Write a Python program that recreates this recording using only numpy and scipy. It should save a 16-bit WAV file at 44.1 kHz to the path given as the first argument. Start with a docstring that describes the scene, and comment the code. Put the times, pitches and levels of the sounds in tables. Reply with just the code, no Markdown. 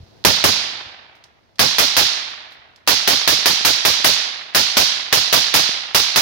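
"""A suppressed rifle fires nineteen shots in quick strings in open woods, a few steps from two microphone ports.
Over a quiet wash of filtered noise with low bumps, each shot is a hammer click, a sharp pressure pulse,
a rush of gas as decaying noise bands, deeper in the first shots, and the click of the closing bolt.
Stems and leaves scatter it back as a long hiss of many echoes, trunks as slaps, and some bullets strike
down range as a snap. Between strings spent cases crackle into dry leaves and the trigger clicks."""
import sys
import numpy as np
from scipy import signal
from scipy.fft import rfft, irfft
from scipy.io import wavfile
from scipy.ndimage import uniform_filter1d

SR = 44100
rng = np.random.default_rng(int(sys.argv[2]) if len(sys.argv) > 2 else 0)


def output_pcm(signal):
    """Save a mono or channel-first signal as 16-bit PCM at the path in sys.argv[1].

    Samples are clipped to [-1, 1] before scaling.
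    """
    pcm = np.clip(np.atleast_2d(signal).T, -1, 1) * 32767
    wavfile.write(sys.argv[1], SR, np.round(pcm).astype(np.int16))


N = 273861


def gain_of(db):
    """Logarithmic level: decibels become an amplitude factor."""
    return np.exp(np.asarray(db) * (np.log(10) / 20))


def read(hz, points_hz, values):
    """Interpolation: points are joined by straight lines on a log-frequency axis."""
    return np.interp(np.log(hz + 1), np.log(np.asarray(points_hz) + 1), values)


def add(mix, s, sound):
    """Superposition: a sound is summed into the mix from time s, cut off at the end of the mix."""
    part = mix[:, max(round(s * SR), 0):][:, :sound.shape[-1]]
    part += sound[..., :part.shape[1]]


def colour(x, points_hz, db, size=2048):
    """Minimum-phase filtering: the spectrum is shaped causally, so nothing sounds before a click."""
    hz = abs(np.fft.fftfreq(size, 1 / SR))
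    log_gain = np.log(gain_of(read(hz, points_hz, db)))
    # the Hilbert transform of the log gain gives the minimum phase
    spectrum = np.exp(np.conj(signal.hilbert(log_gain)))
    taps = np.fft.ifft(spectrum).real[:size // 2]
    taps = taps.reshape((1,) * (x.ndim - 1) + (-1,))
    return signal.oaconvolve(x, taps, axes=-1)[..., :x.shape[-1]]


def bands(x, centres_hz):
    """Spectral decomposition: overlapping bands that sum to the whole."""
    spectrum = rfft(x.astype(np.float32))
    hz = np.fft.rfftfreq(x.shape[-1], 1 / SR)
    for one in np.eye(len(centres_hz)):
        yield irfft(spectrum * read(hz, centres_hz, one).astype(np.float32))


def burst(t60, size=4096):
    """Exponential decay: two channels of noise start at once and fall 60 dB in t60 seconds."""
    t = np.arange(size) / SR
    return rng.standard_normal((2, size)) * gain_of(-60 * t / t60)


# still air in the woods: (frequency [Hz], spectral level [dB])
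AIR = [(20, -48.5), (100, -38), (150, -44.5), (280, -46), (700, -47.5), (1300, -59), (3000, -65.5),
       (4500, -66), (7000, -65), (15000, -69.5)]
# soft bumps of air on the microphone: (time [s], level [dB])
BUMPS = [(.003, -39), (0.027, -42), (0.861, -41), (2.59, -55)]


def air(bump_hz=94, cycles=0.41):
    """Broadband ambience: filtered noise is the wash of far foliage, brief damped sines the low bumps."""
    out = colour(rng.standard_normal((2, N)), *np.transpose(AIR))
    t = np.arange(SR // 8) / SR
    u = t * bump_hz / cycles  # the envelope peaks at u = 1
    bump = u * np.exp(1 - u) * np.sin(2 * np.pi * bump_hz * t)
    for s, db in BUMPS:
        add(out, s, gain_of(db) * bump)
    return out


# one row a shot: (time [s], relative level [dB], factor on the length of the gas rush [1])
SHOTS = [(0.2497, 0.3, 0.93), (0.4403, -0.1, 0.77), (1.5936, -0.1, 0.97), (1.7841, -.2, 0.93),
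         (1.967, 0.5, 0.95), (2.8756, 0.1, 1.02), (3.076, -0.45, 1.05), (3.2763, 0, .88), (3.4582, 0, 0.76),
         (3.6498, 0, 0.88), (3.851, 0.2, .8), (4.0451, 1, 0.93), (4.5485, 0.2, 0.97), (4.7696, 1, .88),
         (5.1267, 0.3, 0.92), (5.3275, 0.5, 1), (5.5407, 1, .92), (5.9469, 0.44, 0.88), (6.1602, -0.5, 1.2)]


def shots(lock_s=.0088, hammer_db=-25.0, bolt_s=0.051, bolt_db=-11):
    """Superposed impulses: the hammer falls, crack and gas follow, trunks reply and the bolt slams shut."""
    out = np.zeros((2, N))
    for (s, level_db, length), bass_db in zip(SHOTS, early_bass_db()):
        lead_s, report = crack()
        add(out, s - lock_s, gain_of(hammer_db) * steel_click(t60=0.005))
        add(out, s - lead_s, report)
        add(out, s, gain_of(level_db) * rush(bass_db, length))
        add(out, s, trunks())
        add(out, s + bolt_s, gain_of(bolt_db) * steel_click(t60=.02))
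    return out


def steel_click(t60):
    """Impact excitation: a small steel part strikes home, with a faint scatter from the leaves around."""
    strike = burst(t60) + gain_of(-11.0) * burst(t60=.16)
    return colour(strike, [200, 800, 1700, 4000, 8000, 15000], [-8, -9, -1.5, -7, -2.0, -14.5])


def crack(width_s=0.00013, pulse_db=5.5, splash_db=-10, leak_db=-23, lead_s=0.0013):
    """Blast wave: gas leaks ahead of the bullet, then a pressure jump, its suction and a splash off the gun."""
    splash = burst(t60=0.031)
    u = np.arange(splash.shape[1]) / SR / width_s
    pulse = (1 - u) * np.exp(-u)  # pressure turns to suction at u = 1
    out = gain_of(leak_db) * burst(t60=.02)
    add(out, lead_s, gain_of(pulse_db) * pulse + gain_of(splash_db) * splash)
    return lead_s, out


def early_bass_db(warm_db=-1.5, cold_db=11, cold_shots=2, steepness=13):
    """Warming: a cold suppressor adds bass to the first few shots, then the extra drops away."""
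    fired = np.arange(len(SHOTS))
    return warm_db + cold_db / (1 + (fired / cold_shots) ** steepness)


# gas rush by band, holds before each shot's length factor, decay besides the steady sag:
# (frequency [Hz], spectral level [dB], hold in left port [s], hold in right port [s], 60 dB decay time [s])
RUSH = [(31, -37, 0.026, 0.075, .13), (104, -10.5, 0.067, 0.082, 0.14), (294, -6.5, 0.009, 0.067, .07),
        (790, -4, 0.017, 0.062, 0.074), (1980, -7.5, 0.0041, 0.032, 0.2), (4040, -15, .055, 0.064, 0.45),
        (8100, -4, 0.0077, 0.024, 0.34), (15000, -1.5, .008, 0.031, .2)]


def rush(bass_db, length, sag_db_per_s=25, bass_hz=450, churn_db=3.0, churn_hz=2000, eddy_s=0.0055,
         hiss_db=3, hiss_hz=4300, size=16384):
    """Turbulence: gas churns in each port, longer in the right, and then decays band by band."""
    t = np.arange(size) / SR
    steps = rng.uniform(-0.82, 1, (2, size // 64))
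    eddies = np.array([np.interp(t / eddy_s, np.arange(len(e)), e) for e in steps]) * np.sqrt(3)
    noise_bands = bands(rng.standard_normal((2, size)), [row[0] for row in RUSH])
    out = 0
    for band, (hz, db, left_s, right_s, t60) in zip(noise_bands, RUSH):
        after = np.maximum(t - length * np.array([[left_s], [right_s]]), 0)
        depth_db = bass_db / (1 + (hz / bass_hz) ** 2)  # the first shots are deeper
        lumps_db = churn_db * eddies / (1 + hz / churn_hz)  # eddies break up the low boom
        left_hiss_db = hiss_db / (1 + (2 * np.log2(hz / hiss_hz)) ** 4)
        port_db = np.array([[left_hiss_db], [0]])
        decay_db = sag_db_per_s * t + 60 * after / t60
        out = out + band * gain_of(db + depth_db + lumps_db + port_db - decay_db)
    return out


def stems(uneven_db=5.0, merge_s=0.22, sway_s=.00016, count=26000, size=57600):
    """Multiple scattering: one echo a stem or leaf, as (shots, ports, samples); muzzle sway shifts arrivals."""
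    delay = np.linspace(.003, size / SR - .01, count) + rng.uniform(-.001, .001, count)
    sign = rng.choice([-1, 1], count)
    across = rng.uniform(-1, 1, count) * .0003  # half the delay between the ports [s], from direction
    taps = []
    for _ in SHOTS:
        # the bass repeats closely from shot to shot, the treble does not
        arrival = delay + sway_s * rng.standard_normal(count)
        # near stems crackle one by one, far ones merge into a hiss
        spread_db = uneven_db / (1 + delay / merge_s)
        strength = sign * gain_of(spread_db * np.clip(rng.standard_normal(count), -3, 3))
        # even out the local power
        strength *= np.sqrt(size / count / uniform_filter1d(strength ** 2, size=600))
        ports = []
        for side in (-1, 1):
            index = np.clip((arrival + side * across) * SR, 0, size - 1).astype(int)
            ports.append(np.bincount(index, strength, size))
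        taps.append(ports)
    return np.array(taps)


# scatter from the woods: (frequency [Hz], spectral level [dB], 60 dB decay time [s])
WOODS = [(40, -42.5, 1.4), (150, -25, 1.17), (513, -26, 1.74), (775, -15.5, 1.66), (1200, -14.5, 1.49),
         (1820, -13.5, 1.43), (3000, -10, 1.07), (4360, -7, 0.83), (6000, -3, 0.64), (8200, -6.5, 0.59),
         (10800, -16.5, 0.56), (15000, -14.5, 0.41)]


def woods(echo_db=0.94, build_s=0.079, clump_db=5.5, clump_hz=1800, bass_hz=350, left_db=-1.03, right_db=0.2):
    """Reverberation: scattered echoes swell and die, the high treble first; a deeper shot echoes deeper."""
    starts, level_db, _ = np.transpose(SHOTS)
    taps = stems()
    t = np.arange(taps.shape[-1]) / SR
    swell = 1 - np.exp(-t / build_s)
    # long waves come back only from thick trees, which stand in clumps: the low echo flutters
    clumps = signal.resample(rng.uniform(-1, 1, len(t) // 350), len(t))
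    tails = 0
    for band, (hz, db, t60) in zip(bands(taps, [row[0] for row in WOODS]), WOODS):
        flutter_db = clump_db * clumps / (1 + (hz / clump_hz) ** 2)
        fade = gain_of(db - 60 * t / t60 + flutter_db) * swell
        # the echo follows the strength and bass of its shot
        level = gain_of(echo_db + level_db + early_bass_db() / (1 + (hz / bass_hz) ** 2))
        tails += band * np.float32(fade) * np.float32(level)[:, None, None]
    out = np.zeros((2, N))
    for s, tail in zip(starts, tails):
        add(out, s, gain_of([[left_db], [right_db]]) * tail)
    return out


# stands of large trunks, one trunk behind another:
# (nearest [m], spacing [m], trunks [count], centre frequency [Hz], left level [dB], right level [dB])
STANDS = [(6.0, 6.6, 4, 250, 0.5, -6.5), (19.9, 2.05, 3, 1130, -9.5, 2)]


def trunks(sound_m_per_s=343, octaves=1.07, spread_db=5.0, wander_s=.0004, size=2048):
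    """Discrete reflection: each large trunk returns one short slap, after the trip there and back."""
    out = np.zeros((2, SR // 2))
    grid_hz = np.geomspace(30, SR / 2, num=40)
    for nearest_m, spacing_m, count, hz, left_db, right_db in STANDS:
        bell_db = np.maximum(-4 * (np.log2(grid_hz / hz) / octaves) ** 2, -60)
        slap = colour(signal.unit_impulse(size), grid_hz, bell_db)
        for metres in nearest_m + spacing_m * np.arange(round(count)):
            ports_db = np.array([[left_db], [right_db]]) + spread_db * rng.standard_normal()
            delay_s = 2 * metres / sound_m_per_s + wander_s * rng.standard_normal()
            add(out, delay_s, gain_of(ports_db) * slap)
    return out


# bullets that land hard enough down range to be heard: (time [s], relative level [dB])
STRIKES = [(.363, 7), (1.706, 2), (1.895, 0), (2.078, 0), (3.571, 0), (3.76, 8), (3.963, -5), (4.156, -1),
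           (4.881, 0), (5.652, -4), (6.057, -2)]


def strikes(left_db=-26, right_db=-16):
    """Impact noise: a bullet lands down range with a short snap, louder in the right port."""
    out = np.zeros((2, N))
    for s, db in STRIKES:
        snap = colour(burst(t60=.008), [1000, 4000, 9000, 15000], [-16, 2, -4, 2])
        add(out, s, gain_of(db) * gain_of([[left_db], [right_db]]) * snap)
    return out


# spent cases landing in dry leaves: (time [s], relative level [dB])
CASES = [(1.152, -58.5), (2.298, -51), (2.507, -56.5), (2.519, -52), (4.412, -54)]


def cases(level_db=6):
    """Granular noise: a case lands with a short, bright crackle of dry leaves."""
    out = np.zeros((2, N))
    for s, db in CASES:
        rustle = burst(t60=0.15, size=8192)
        rustle *= gain_of(3 * rng.standard_normal(rustle.shape[1]))  # uneven grains
        add(out, s, gain_of(db + level_db) * colour(rustle, [500, 3000, 8000], [-20, -4, 0]))
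    return out


# trigger reset and take-up: (time [s], relative level [dB])
CLICKS = [(1.2397, -30), (1.5569, -41), (2.7603, -35)]


def trigger(level_db=-1):
    """Impact excitation: the trigger resets or takes up with a thin steel click."""
    out = np.zeros((2, N))
    for s, db in CLICKS:
        click = colour(steel_click(t60=0.033), [1500, 4000], [-9, 0])
        add(out, s, gain_of(db + level_db) * click)
    return out


def scene():
    """Superposition: still air, shots, echoes, bullet strikes, falling cases and trigger clicks sum."""
    return air() + shots() + woods() + strikes() + cases() + trigger()


def gain_control(x, boost_db=9, threshold_db=-34, recover_db_per_s=6, attack_s=0.0046):
    """Compression: quiet sound is lifted; loud sound removes the lift in a few ms, and it returns slowly."""
    power = signal.lfilter(np.ones(64) / 64, 1, (x ** 2).mean(0))
    power_db = 10 * np.log10(power + 1e-12)
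    # a peak hold that falls at a steady rate
    fall_db = np.arange(N) / SR * recover_db_per_s
    held_db = np.maximum.accumulate(power_db + fall_db) - fall_db
    over_db = np.clip(held_db - threshold_db, 0, boost_db)
    lag = np.exp(-1 / (attack_s * SR))
    cut_db = signal.lfilter([1 - lag], [1, -lag], over_db)
    return x * gain_of(boost_db - cut_db)


# colour of both microphone ports: (frequency [Hz], left gain [dB], right gain [dB])
PORTS = [(1050, -1, -1.5), (2620, 2.5, 3.5), (3280, 2, 8), (4060, 1.5, 11), (4890, 1, 9), (5360, -3, 6.5),
         (6310, -17, 1.5), (6850, -14, -4), (8040, -12.5, -15), (10200, -9.5, -16), (12500, -9.5, -14.5),
         (15500, -11.5, -11.5)]


def record(dry, low_cut_hz=42, full_scale=1.0, edge_hz=15950):
    """Transduction: port resonance, loss of deep bass, gain control, flattened peaks and a band limit."""
    hz, *ports_db = np.transpose(PORTS)
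    heard = np.array([colour(x, hz, db) for x, db in zip(dry, ports_db)])
    low_cut = signal.butter(2, low_cut_hz, "high", fs=SR, output="sos")
    heard = gain_control(signal.sosfilt(low_cut, heard))
    heard = heard / (1 + (heard / full_scale) ** 4) ** (1 / 4)  # soft saturation
    band_limit = signal.firwin(401, edge_hz, window=("kaiser", 8), fs=SR)
    return signal.oaconvolve(heard, band_limit[None], "same", axes=1)


dry = scene()
out = record(dry)
output_pcm(out)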